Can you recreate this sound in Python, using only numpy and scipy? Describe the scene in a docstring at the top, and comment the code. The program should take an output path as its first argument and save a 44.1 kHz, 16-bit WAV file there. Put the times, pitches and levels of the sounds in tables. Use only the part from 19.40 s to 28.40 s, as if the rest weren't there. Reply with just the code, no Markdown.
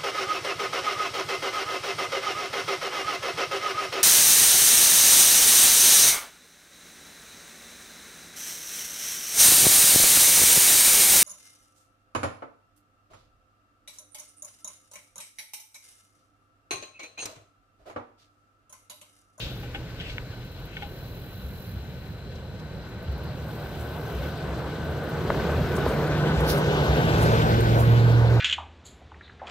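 """Country road at a level crossing. A car has left; a pickup truck rolls over the rails and passes close
on the left. Tyres roar, wheels thump, the body clanks; the exhaust hums once the tail is near.
Crickets and katydids scrape their wings in the verge. On the right, steps crunch on gravel and stones
knock the stand of a small two-port microphone."""
import sys
import numpy as np
from scipy import signal
from scipy.fft import rfft, irfft
from scipy.io import wavfile
from scipy.ndimage import map_coordinates

SR = 44100
rng = np.random.default_rng(int(sys.argv[2]) if len(sys.argv) > 2 else 0)


def generate_wav(sig):
    """Save sig (samples, or channels by samples) to the path in sys.argv[1] as 16-bit PCM at SR."""
    pcm = np.round(np.clip(np.atleast_2d(sig).T, -1, 1) * 32767).astype(np.int16)
    wavfile.write(sys.argv[1], SR, pcm)


N = 396900

# noise spectra: (frequency [Hz], relative density [dB])
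HUSH_SPECTRUM = [(18, -52), (30, -24), (66, 3.5), (123, -0.5), (197, -17.5), (243, -12), (324, -28),
                 (506, -8), (711, -24.5), (1260, -70), (1520, -26), (3160, -37), (4100, -24.5),
                 (4670, -33.5), (15600, -69)]
CAR_SPECTRUM = [(16, -29), (28, 7), (53, 6.5), (92, -9), (123, 5), (177, -23), (288, -7), (325, -14),
                (700, -27), (910, -62), (1540, -120)]
RUMBLE_SPECTRUM = [(15, -42), (25, -10), (59, 4), (76, 8), (108, 2), (146, 6.5), (185, 2.5), (238, -7.5),
                   (260, -26), (340, -37), (570, -120)]
ROAR_SPECTRUM = [(130, -10.5), (200, -2), (300, 0), (450, 2.5), (650, -2.5), (1000, -8), (1500, -13),
                 (2200, -21), (3000, -54)]
HISS_SPECTRUM = [(1100, 0), (1800, 1.5), (2800, 3.5), (4000, 0.5), (5500, -7.5), (7500, -13), (10000, -23),
                 (13000, -13.5), (15700, -32)]
# scattered sound, unlike at the two ports: (frequency [Hz], level re direct [dB])
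SCATTER_SPECTRUM = [(60, -18), (250, -17), (600, -14), (1200, -11), (2000, -6), (3000, -4), (15000, -3)]

# cricket whistles: (time [s], pitch [Hz], level [dB])
TREE_CRICKET = [(0, 4020, -66), (.7, 4020, -62), (.85, 4020, -57.5), (4.4, 4020, -58), (9, 4020, -62)]
GROUND_CRICKET = [(0, 8100, -79), (3.6, 8120, -77), (4.1, 8300, -70), (5.5, 8430, -67), (6.5, 8500, -67),
                  (7.2, 8520, -72), (9, 8520, -77)]
# katydid wing resonances: (frequency [Hz], width [Hz], gain [dB])
WING_MODES = [(12500, 1800, 2.5), (13740, 2200, 5), (15150, 3000, 2.5)]
# ticks before a buzz: (time [s], relative peak [dB])
KATYDID_TICKS = [(1.0485, -51), (1.1179, -47), (1.1907, -52), (1.254, -45), (3.4885, -51), (3.6277, -48),
                 (3.717, -49), (3.7793, -45), (3.8362, -45), (5.444, -50), (5.5089, -48), (5.5762, -51),
                 (5.6366, -46), (5.6935, -44)]
# buzzes near and far: (start [s], end [s], end level [dB])
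KATYDID_BUZZES = [(-.7, .22, -57.5), (.1, 1.25, -65), (1.24, 2.31, -54.5), (2, 2.72, -63), (3.8, 4.88, -55),
                  (4.6, 5.8, -63), (5.6, 6.64, -54.5), (6.9, 7.7, -61), (7.45, 8.53, -55), (8.2, 8.75, -63)]

# shoes on gravel: (peak time [s], level [dB], fall [s], centre [Hz])
GRAVEL_CRUNCHES = [(.02, -38.5, 0.078, 3240), (.24, -54, .03, 2490), (.355, -41.5, 0.014, 2570),
                   (.61, -43, 0.016, 3080), (.66, -44.5, .07, 2650), (.71, -50.5, 0.044, 3480),
                   (1.34, -52, 0.046, 2480), (1.372, -49, 0.012, 3020), (1.428, -45.5, .025, 2900),
                   (2.96, -57, .008, 4000), (3.2, -59, .012, 4000), (4.41, -57, .03, 10000),
                   (5.7, -61, .01, 7000), (6.356, -53, .004, 7000), (6.367, -44, 0.007, 7450),
                   (6.49, -53, .03, 7040), (6.676, -51, .006, 10100), (7.008, -47.5, .007, 11500),
                   (7.102, -32.5, .025, 4460), (7.103, -35, 0.03, 11100), (7.18, -46.5, .012, 9900),
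                   (7.655, -51, .005, 10000), (7.828, -43, 0.029, 11600), (8.208, -44.5, .005, 11800),
                   (8.405, -45, 0.029, 11300)]
# crunch bandwidth: (centre [Hz], width / centre [ratio])
CRUNCH_WIDTHS = [(3000, 0.38), (9000, 2)]
# stones on the stand: (time [s], level [dB], mode tilt [dB/octave], T60 scale [ratio])
STONE_TAPS = [(.232, -47, -8, 1), (.347, -39.5, -2, .9), (.357, -43, -4, .9), (0.599, -56, 15, .9),
              (0.614, -48, 3, 1), (0.697, -52, 10, 1), (0.782, -33, 2, 0.16), (1.368, -43.5, 1, .9),
              (1.422, -42, -9, 0.85), (1.431, -41, -10, 0.77)]
# stand resonances: (frequency [Hz], gain [dB], T60 [s])
STAND_MODES = [(810, -1, 0.14), (1473, -0.5, 0.043), (1810, 10, 0.031), (2220, 9, 0.074), (2900, 4, 0.048),
               (3340, 8, .04), (5160, -24, .04)]

# traffic bearing: (time [s], left port lead [ms])
TRAFFIC_LEAD = [(0, -0.075), (2, -0.096), (5, -0.033), (6, -0.028), (6.6, 0.032), (7.1, 0.16), (7.5, 0.21),
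                (8.2, 0.41), (9, 0.14)]
# leaving car: (time [s], level [dB])
CAR_LEVELS = [(0, -37), (.5, -41.5), (1, -45.5), (1.6, -45), (2.4, -48.5), (4, -56), (9, -66)]
# low traffic hums: (start [s], end [s], start pitch [Hz], end pitch [Hz], level [dB])
TRAFFIC_HUMS = [(-.3, 1.2, 122, 119, -43.5), (1.5, 2.34, 112, 131, -50), (.2, 1.8, 44.4, 48.3, -51),
                (3.4, 5.15, 112, 113, -41), (3.4, 6.2, 73, 77, -42), (5.8, 7.1, 77, 76, -36),
                (7.6, 8.6, 55, 53, -31), (7.7, 9.4, 71, 74, -32)]
# drone from the truck's front: (time [s], pitch [Hz], level [dB])
FRONT_DRONE = [(3.8, 148.3, -47), (5.2, 151, -37.5), (6.1, 151.1, -40), (6.8, 151.6, -27.5),
               (7.6, 151.3, -29.5), (8.3, 159, -31.5), (8.5, 160.2, -33)]
# exhaust, climbing as the truck pulls away: (time [s], firing rate [Hz], level [dB])
EXHAUST_FIRING = [(7.55, 110.9, -40), (7.75, 111.6, -23), (8.1, 113.1, -25), (8.54, 116.5, -16),
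                  (9, 116.8, -17.5)]
# orders: (multiple of firing rate [ratio], level re firing note before, after the tail passes [dB])
EXHAUST_ORDERS = [(1.375, -17, -28), (2, -15, -38), (3, -17, -45), (4, -14.5, -25)]
# wheels over rails and joints: (time [s], level [dB])
WHEEL_THUMPS = [(2.02, -30), (2.33, -28), (3.68, -28), (4.72, -27), (5.07, -26), (6.42, -24), (6.955, -18),
                (7.475, -18)]
# body and wheel clanks: (time [s], level [dB], pitch [Hz])
BODY_CLANKS = [(5.901, -15, 560), (5.945, -27, 900), (5.997, -27, 700), (6.051, -25, 404),
               (6.093, -27, 573), (6.381, -23, 425), (6.463, -19, 380), (6.507, -26, 480),
               (7.424, -22, 452), (8.848, -26, 479)]
# truck pass: (time [s], body rumble [dB], tyre roar [dB], engine and tread hiss [dB])
TRUCK_LEVELS = [(0, -46.5, -50, -52.5), (1.4, -47.5, -51.5, -56.5), (2.3, -41, -51.5, -57),
                (2.9, -41, -50.5, -58), (3.7, -40, -45.5, -56), (4.8, -40.5, -39.5, -50),
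                (5.6, -36.5, -37, -51), (6.0, -31, -32.5, -44.5), (6.3, -32.5, -32.5, -45),
                (6.7, -31, -30, -44), (7.4, -31, -28, -39.5), (7.95, -27, -26.5, -37), (8.4, -29, -29, -41),
                (9, -33, -32.5, -45)]

# port imbalance: (frequency [Hz], left minus right [dB])
PORT_BALANCE = [(60, 1.0), (92, -1.0), (140, -1.5), (210, 0.0), (330, -0.5), (500, -0.5), (770, 0.0),
                (1170, 1.5), (1790, 2.5), (2740, 5.0), (4190, 5.5), (6410, -1.5), (9810, -18.5),
                (15000, -13.0)]


def from_db(db):
    """Decibels to gain."""
    return 10 ** (np.asarray(db) / 20)


def unit_rms(x):
    """Scale to unit power."""
    return x / np.sqrt(np.mean(x ** 2) + 1e-20)


def curves(rows):
    """Columns of a time table, one value per sample."""
    times_s, *columns = np.transpose(rows)
    return [np.interp(np.arange(N) / SR, times_s, column) for column in columns]


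def fade_in(end_s, length_s):
    """Quadratic rise from 0 to 1."""
    return np.clip((np.arange(N) / SR - end_s) / length_s + 1, 0, 1) ** 2


def at_hz(rows, hz):
    """Interpolate on a log-frequency axis."""
    knots_hz, values = np.transpose(rows)
    return np.interp(np.log(hz), np.log(knots_hz), values)


def drift(rate_hz):
    """Slow random wander of unit power."""
    hop = 40
    pole = np.exp(-2 * np.pi * rate_hz * hop / SR)
    slow = signal.lfilter([1], [1, -2 * pole, pole * pole], rng.standard_normal(N // hop + 2002))[2000:]
    return np.interp(np.arange(N) / hop, np.arange(len(slow)), unit_rms(slow))


def resonate(x, hz, width_hz):
    """One resonance, unit peak gain."""
    r = np.exp(-np.pi * width_hz / SR)
    feedback = [1, -2 * r * np.cos(2 * np.pi * hz / SR), r * r]
    return signal.lfilter([(1 - r * r) / 2, 0, (r * r - 1) / 2], feedback, x + 1e-18)


def noise(spectrum, flicker_db, flicker_hz):
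    """Coloured noise, half-octave bands flickering partly together; rows (direct, scattered)."""
    hz = np.fft.rfftfreq(N, 1 / SR) + 1e-3
    low_hz, high_hz = spectrum[0][0], spectrum[-1][0]
    inside = (hz > low_hz) & (hz < high_hz)
    colour = rfft(rng.standard_normal((2, N))) * from_db(at_hz(spectrum, hz)) * inside
    colour[1] *= from_db(at_hz(SCATTER_SPECTRUM, hz))
    half_octaves = 2 * np.log2(hz / low_hz)
    out, common = 0, drift(flicker_hz)
    for k in range(int(2 * np.log2(high_hz / low_hz)) + 2):
        band = np.cos(np.pi / 2 * np.clip(half_octaves - k, -1, 1)) ** 2
        out += irfft(colour * band, N) * from_db(flicker_db * (0.39 * common + drift(flicker_hz)))
    return unit_rms(out)


def tone(hz, waver_rad):
    """Sine near unit power, wavering in phase and level."""
    phase = 2 * np.pi * np.cumsum(hz) / SR + waver_rad * drift(9.8)
    return np.sqrt(2) * np.sin(phase) * from_db(1.7 * waver_rad * drift(2.1))


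def at_ports(direct, scattered, lead_ms):
    """Rows (left, right): left leads by lead_ms; scattered sound enters with opposite signs."""
    read_at = np.arange(N) + lead_ms * SR / 1000
    left = map_coordinates(direct + scattered, [read_at], order=3, mode="nearest")
    return np.array([left, direct - scattered])


def country_hush():
    """Distant, mostly low noise; rows (direct, scattered)."""
    return from_db(-49) * noise(HUSH_SPECTRUM, flicker_db=3.0, flicker_hz=3.6)


def wing_strokes(rate_hz, sharpness):
    """Near-regular throb of unit power."""
    phase = 2 * np.pi * rate_hz * np.arange(N) / SR + .8 * drift(1.5)
    return unit_rms(np.exp(sharpness * np.cos(phase)))


def cricket(rows, stroke_hz, sharpness, jitter, wander_hz):
    """A whistle chopped by wing strokes."""
    hz, level_db = curves(rows)
    throb = wing_strokes(stroke_hz, sharpness)
    pitch_hz = hz * (1 + jitter * drift(120)) + wander_hz * drift(4)
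    return from_db(level_db) * throb * tone(pitch_hz, waver_rad=.25)


def buzz_envelope(attack_s=.3, release_s=.06, swell_db_per_s=3.5, chorus_db=-70):
    """Each buzz swells and cuts off; powers add over a faint chorus."""
    t, power = np.arange(N) / SR, from_db(chorus_db) ** 2
    for start_s, end_s, level_db in KATYDID_BUZZES:
        gate = np.clip((t - start_s) / attack_s, 0, 1) * np.exp(np.minimum(end_s - t, 0) / release_s)
        swell = from_db(level_db + swell_db_per_s * np.minimum(t - end_s, 0))
        power += (gate * swell) ** 2
    return np.sqrt(power)


def katydids(tick_t60_s=0.057):
    """Ticks and raspy buzzes through the same wing resonances; independent rasp at each port."""
    scrape = rng.standard_normal((2, N))
    rasp = sum(from_db(gain_db) * resonate(resonate(scrape, hz, width_hz), hz, width_hz)
               for hz, width_hz, gain_db in WING_MODES)
    ticks = np.zeros(N)
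    for time_s, peak_db in KATYDID_TICKS:
        ticks[round(time_s * SR)] = from_db(peak_db - 7)
    ticks = signal.lfilter([1], [1, -from_db(-60 / (tick_t60_s * SR))], ticks)
    return unit_rms(rasp) * (buzz_envelope() * wing_strokes(44.0, sharpness=0.29) + ticks)


def gravel_steps(clicks_per_s=12000, chink_db=-11):
    """Stones slip underfoot in dense uneven clicks and chink; rows (direct, scattered)."""
    out, t = np.zeros((2, N)), np.arange(N) / SR
    sizes = from_db(2.5 * np.minimum(rng.exponential(1, (2, N)), 5)) * rng.choice([-1, 1], (2, N))
    clicks = sizes * (rng.random((2, N)) < clicks_per_s / SR) * from_db([[0], [-3]])
    for peak_s, level_db, fall_s, hz in GRAVEL_CRUNCHES:
        rise_s, width_hz = 0.71 * fall_s, at_hz(CRUNCH_WIDTHS, hz) * hz
        span = slice(max(round((peak_s - 5 * rise_s) * SR), 0), round((peak_s + 6 * fall_s) * SR))
        age_s = t[span] - peak_s
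        press = np.exp(np.where(age_s < 0, age_s / rise_s, -age_s / fall_s))
        grit = unit_rms(resonate(resonate(clicks[:, span], hz, width_hz), hz, width_hz))
        stones_hz = np.minimum(hz * 2 ** rng.uniform(-0.57, 0.5, 4), .4 * SR)
        chink = unit_rms(sum(resonate(clicks[:, span], stone_hz, 0.023 * hz) for stone_hz in stones_hz))
        out[:, span] += from_db(level_db) * press * (grit + from_db(chink_db) * chink)
    return out


def stand_taps(contact_s=.0003):
    """Stones knock the stand; each mode rings with random strength and phase."""
    out, t = np.zeros(N), np.arange(SR // 5) / SR
    for time_s, tap_db, tilt_db_per_oct, t60_scale in STONE_TAPS:
        for hz, mode_db, t60_s in STAND_MODES:
            random_db, phase = rng.standard_normal(2) * [3, 2]
            gain = from_db(tap_db + mode_db + tilt_db_per_oct * np.log2(hz / 1500) + random_db)
            envelope = (1 - np.exp(-t / contact_s)) * from_db(-60 * t / (t60_scale * t60_s))
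            out[round(time_s * SR):][:len(t)] += gain * envelope * np.sin(2 * np.pi * hz * t + phase)
    return out


def leaving_car():
    """Low fading rush; rows (direct, scattered)."""
    level_db, = curves(CAR_LEVELS)
    return from_db(level_db) * noise(CAR_SPECTRUM, flicker_db=0.6, flicker_hz=20.0)


def traffic_hums():
    """Low tones that swell, glide and fade."""
    out, t = np.zeros(N), np.arange(N) / SR
    for start_s, end_s, start_hz, end_hz, level_db in TRAFFIC_HUMS:
        swell = np.sin(np.pi * np.clip((t - start_s) / (end_s - start_s), 0, 1)) ** .5
        hz = np.interp(t, [start_s, end_s], [start_hz, end_hz])
        out += from_db(level_db) * swell * tone(hz, waver_rad=.35)
    return out


def front_drone():
    """Rough tone from the front of the truck."""
    hz, level_db = curves(FRONT_DRONE)
    gate = fade_in(FRONT_DRONE[0][0], length_s=0.65) * (1 - fade_in(end_s=9.0, length_s=0.65))
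    return from_db(level_db) * gate * tone(hz, waver_rad=.75)


def exhaust():
    """Firing note plus orders from uneven cylinders; the orders drop as the tail passes."""
    firing_hz, level_db = curves(EXHAUST_FIRING)
    passed = fade_in(end_s=8.6, length_s=0.33)
    note = tone(firing_hz, waver_rad=0.1)
    for order, before_db, after_db in EXHAUST_ORDERS:
        order_db = before_db + passed * (after_db - before_db)
        note += from_db(order_db) * tone(order * firing_hz, waver_rad=0.96)
    return from_db(level_db) * fade_in(EXHAUST_FIRING[0][0], length_s=0.15) * note


def impacts(rows, t60_s, grit_gain, rise_cycles):
    """Each blow swells briefly and decays at its pitch, smeared by dull noise."""
    out = np.zeros(N)
    for time_s, level_db, hz in rows:
        start = round(time_s * SR)
        t = np.arange(min(round(t60_s * SR), N - start)) / SR
        envelope = (1 - np.exp(-t * hz / rise_cycles)) ** 2 * from_db(-60 * t / t60_s)
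        grit = rng.standard_normal(SR // 2)
        for _ in range(3):
            grit = resonate(grit, hz, 2.0 * hz)
        ring = np.sin(2 * np.pi * hz * t) + grit_gain * unit_rms(grit)[-len(t):]
        out[start:start + len(t)] += from_db(level_db) * envelope / envelope.max() * ring
    return out


def wheel_thumps(pitch_hz=65):
    """Wheels hit rails and joints; rubber keeps the blows dull."""
    rows = [(time_s, level_db, pitch_hz) for time_s, level_db in WHEEL_THUMPS]
    return impacts(rows, t60_s=.39, grit_gain=.2, rise_cycles=0.79)


def body_clanks():
    """Short noisy knocks of the truck's body and wheels."""
    return impacts(BODY_CLANKS, t60_s=.026, grit_gain=.8, rise_cycles=0.29)


def truck_rolling():
    """Body rumble, tyre roar, engine and tread hiss; rows (direct, scattered)."""
    rumble_db, roar_db, hiss_db = curves(TRUCK_LEVELS)
    rumble = from_db(rumble_db) * noise(RUMBLE_SPECTRUM, flicker_db=2.0, flicker_hz=5.6)
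    roar = from_db(roar_db) * noise(ROAR_SPECTRUM, flicker_db=1.43, flicker_hz=8.9)
    hiss = from_db(hiss_db) * noise(HISS_SPECTRUM, flicker_db=1.36, flicker_hz=15.0)
    return rumble + roar + hiss


def scene():
    """Traffic moves from ahead to the left; steps and insects stay put. Rows (left, right)."""
    lead_ms, = curves(TRAFFIC_LEAD)
    direct, scattered = truck_rolling() + leaving_car()
    direct += wheel_thumps() + traffic_hums() + body_clanks()
    traffic = at_ports(direct, scattered, lead_ms)
    engine_pan_db = [[-1], [1]] * fade_in(end_s=8.7, length_s=.7)   # leans right as the tail passes
    engine = at_ports(exhaust() + front_drone(), 0, lead_ms) * from_db(engine_pan_db)
    crunch, crunch_scattered = gravel_steps()
    steps = at_ports(crunch + stand_taps(), crunch_scattered, lead_ms=-0.14) * from_db([[-.3], [.3]])
    tree = cricket(TREE_CRICKET, stroke_hz=43.5, sharpness=1.2, jitter=.001, wander_hz=15)
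    ground = cricket(GROUND_CRICKET, stroke_hz=58.5, sharpness=1.0, jitter=.01, wander_hz=8)
    crickets = tree * from_db([[-4], [0]]) + ground * from_db([[-6], [.4]])
    buzz = katydids() * from_db([[-2.5], [.4]])
    hush = at_ports(*country_hush(), lead_ms=-0.044) 
    return hush + crickets + buzz + steps + engine + traffic


def record(dry, bass_cut_hz=48, top_cut_hz=15900):
    """Small microphone: housing rings, band is limited; left loses high treble, right upper mids."""
    rung = dry + from_db(7) * resonate(dry, hz=1510, width_hz=62)
    thinned = signal.sosfilt(signal.butter(2, bass_cut_hz, "high", fs=SR, output="sos"), rung)
    pad = SR // 10   # against clicks at the ends
    padded = np.pad(thinned, [(0, 0), (pad, pad)], "reflect", reflect_type="odd")
    balance_db = at_hz(PORT_BALANCE, np.fft.rfftfreq(N + 2 * pad, 1 / SR) + 1e-3)
    left_gain = np.sqrt(2 / (1 + from_db(-2 * balance_db)))   # constant total power
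    right_gain = left_gain / from_db(balance_db)
    ports = irfft(rfft(padded) * [left_gain, right_gain], N + 2 * pad)[:, pad:pad + N]
    return signal.sosfilt(signal.cheby2(30, 70, top_cut_hz, fs=SR, output="sos"), ports)


dry = scene()
out = record(dry)
generate_wav(out)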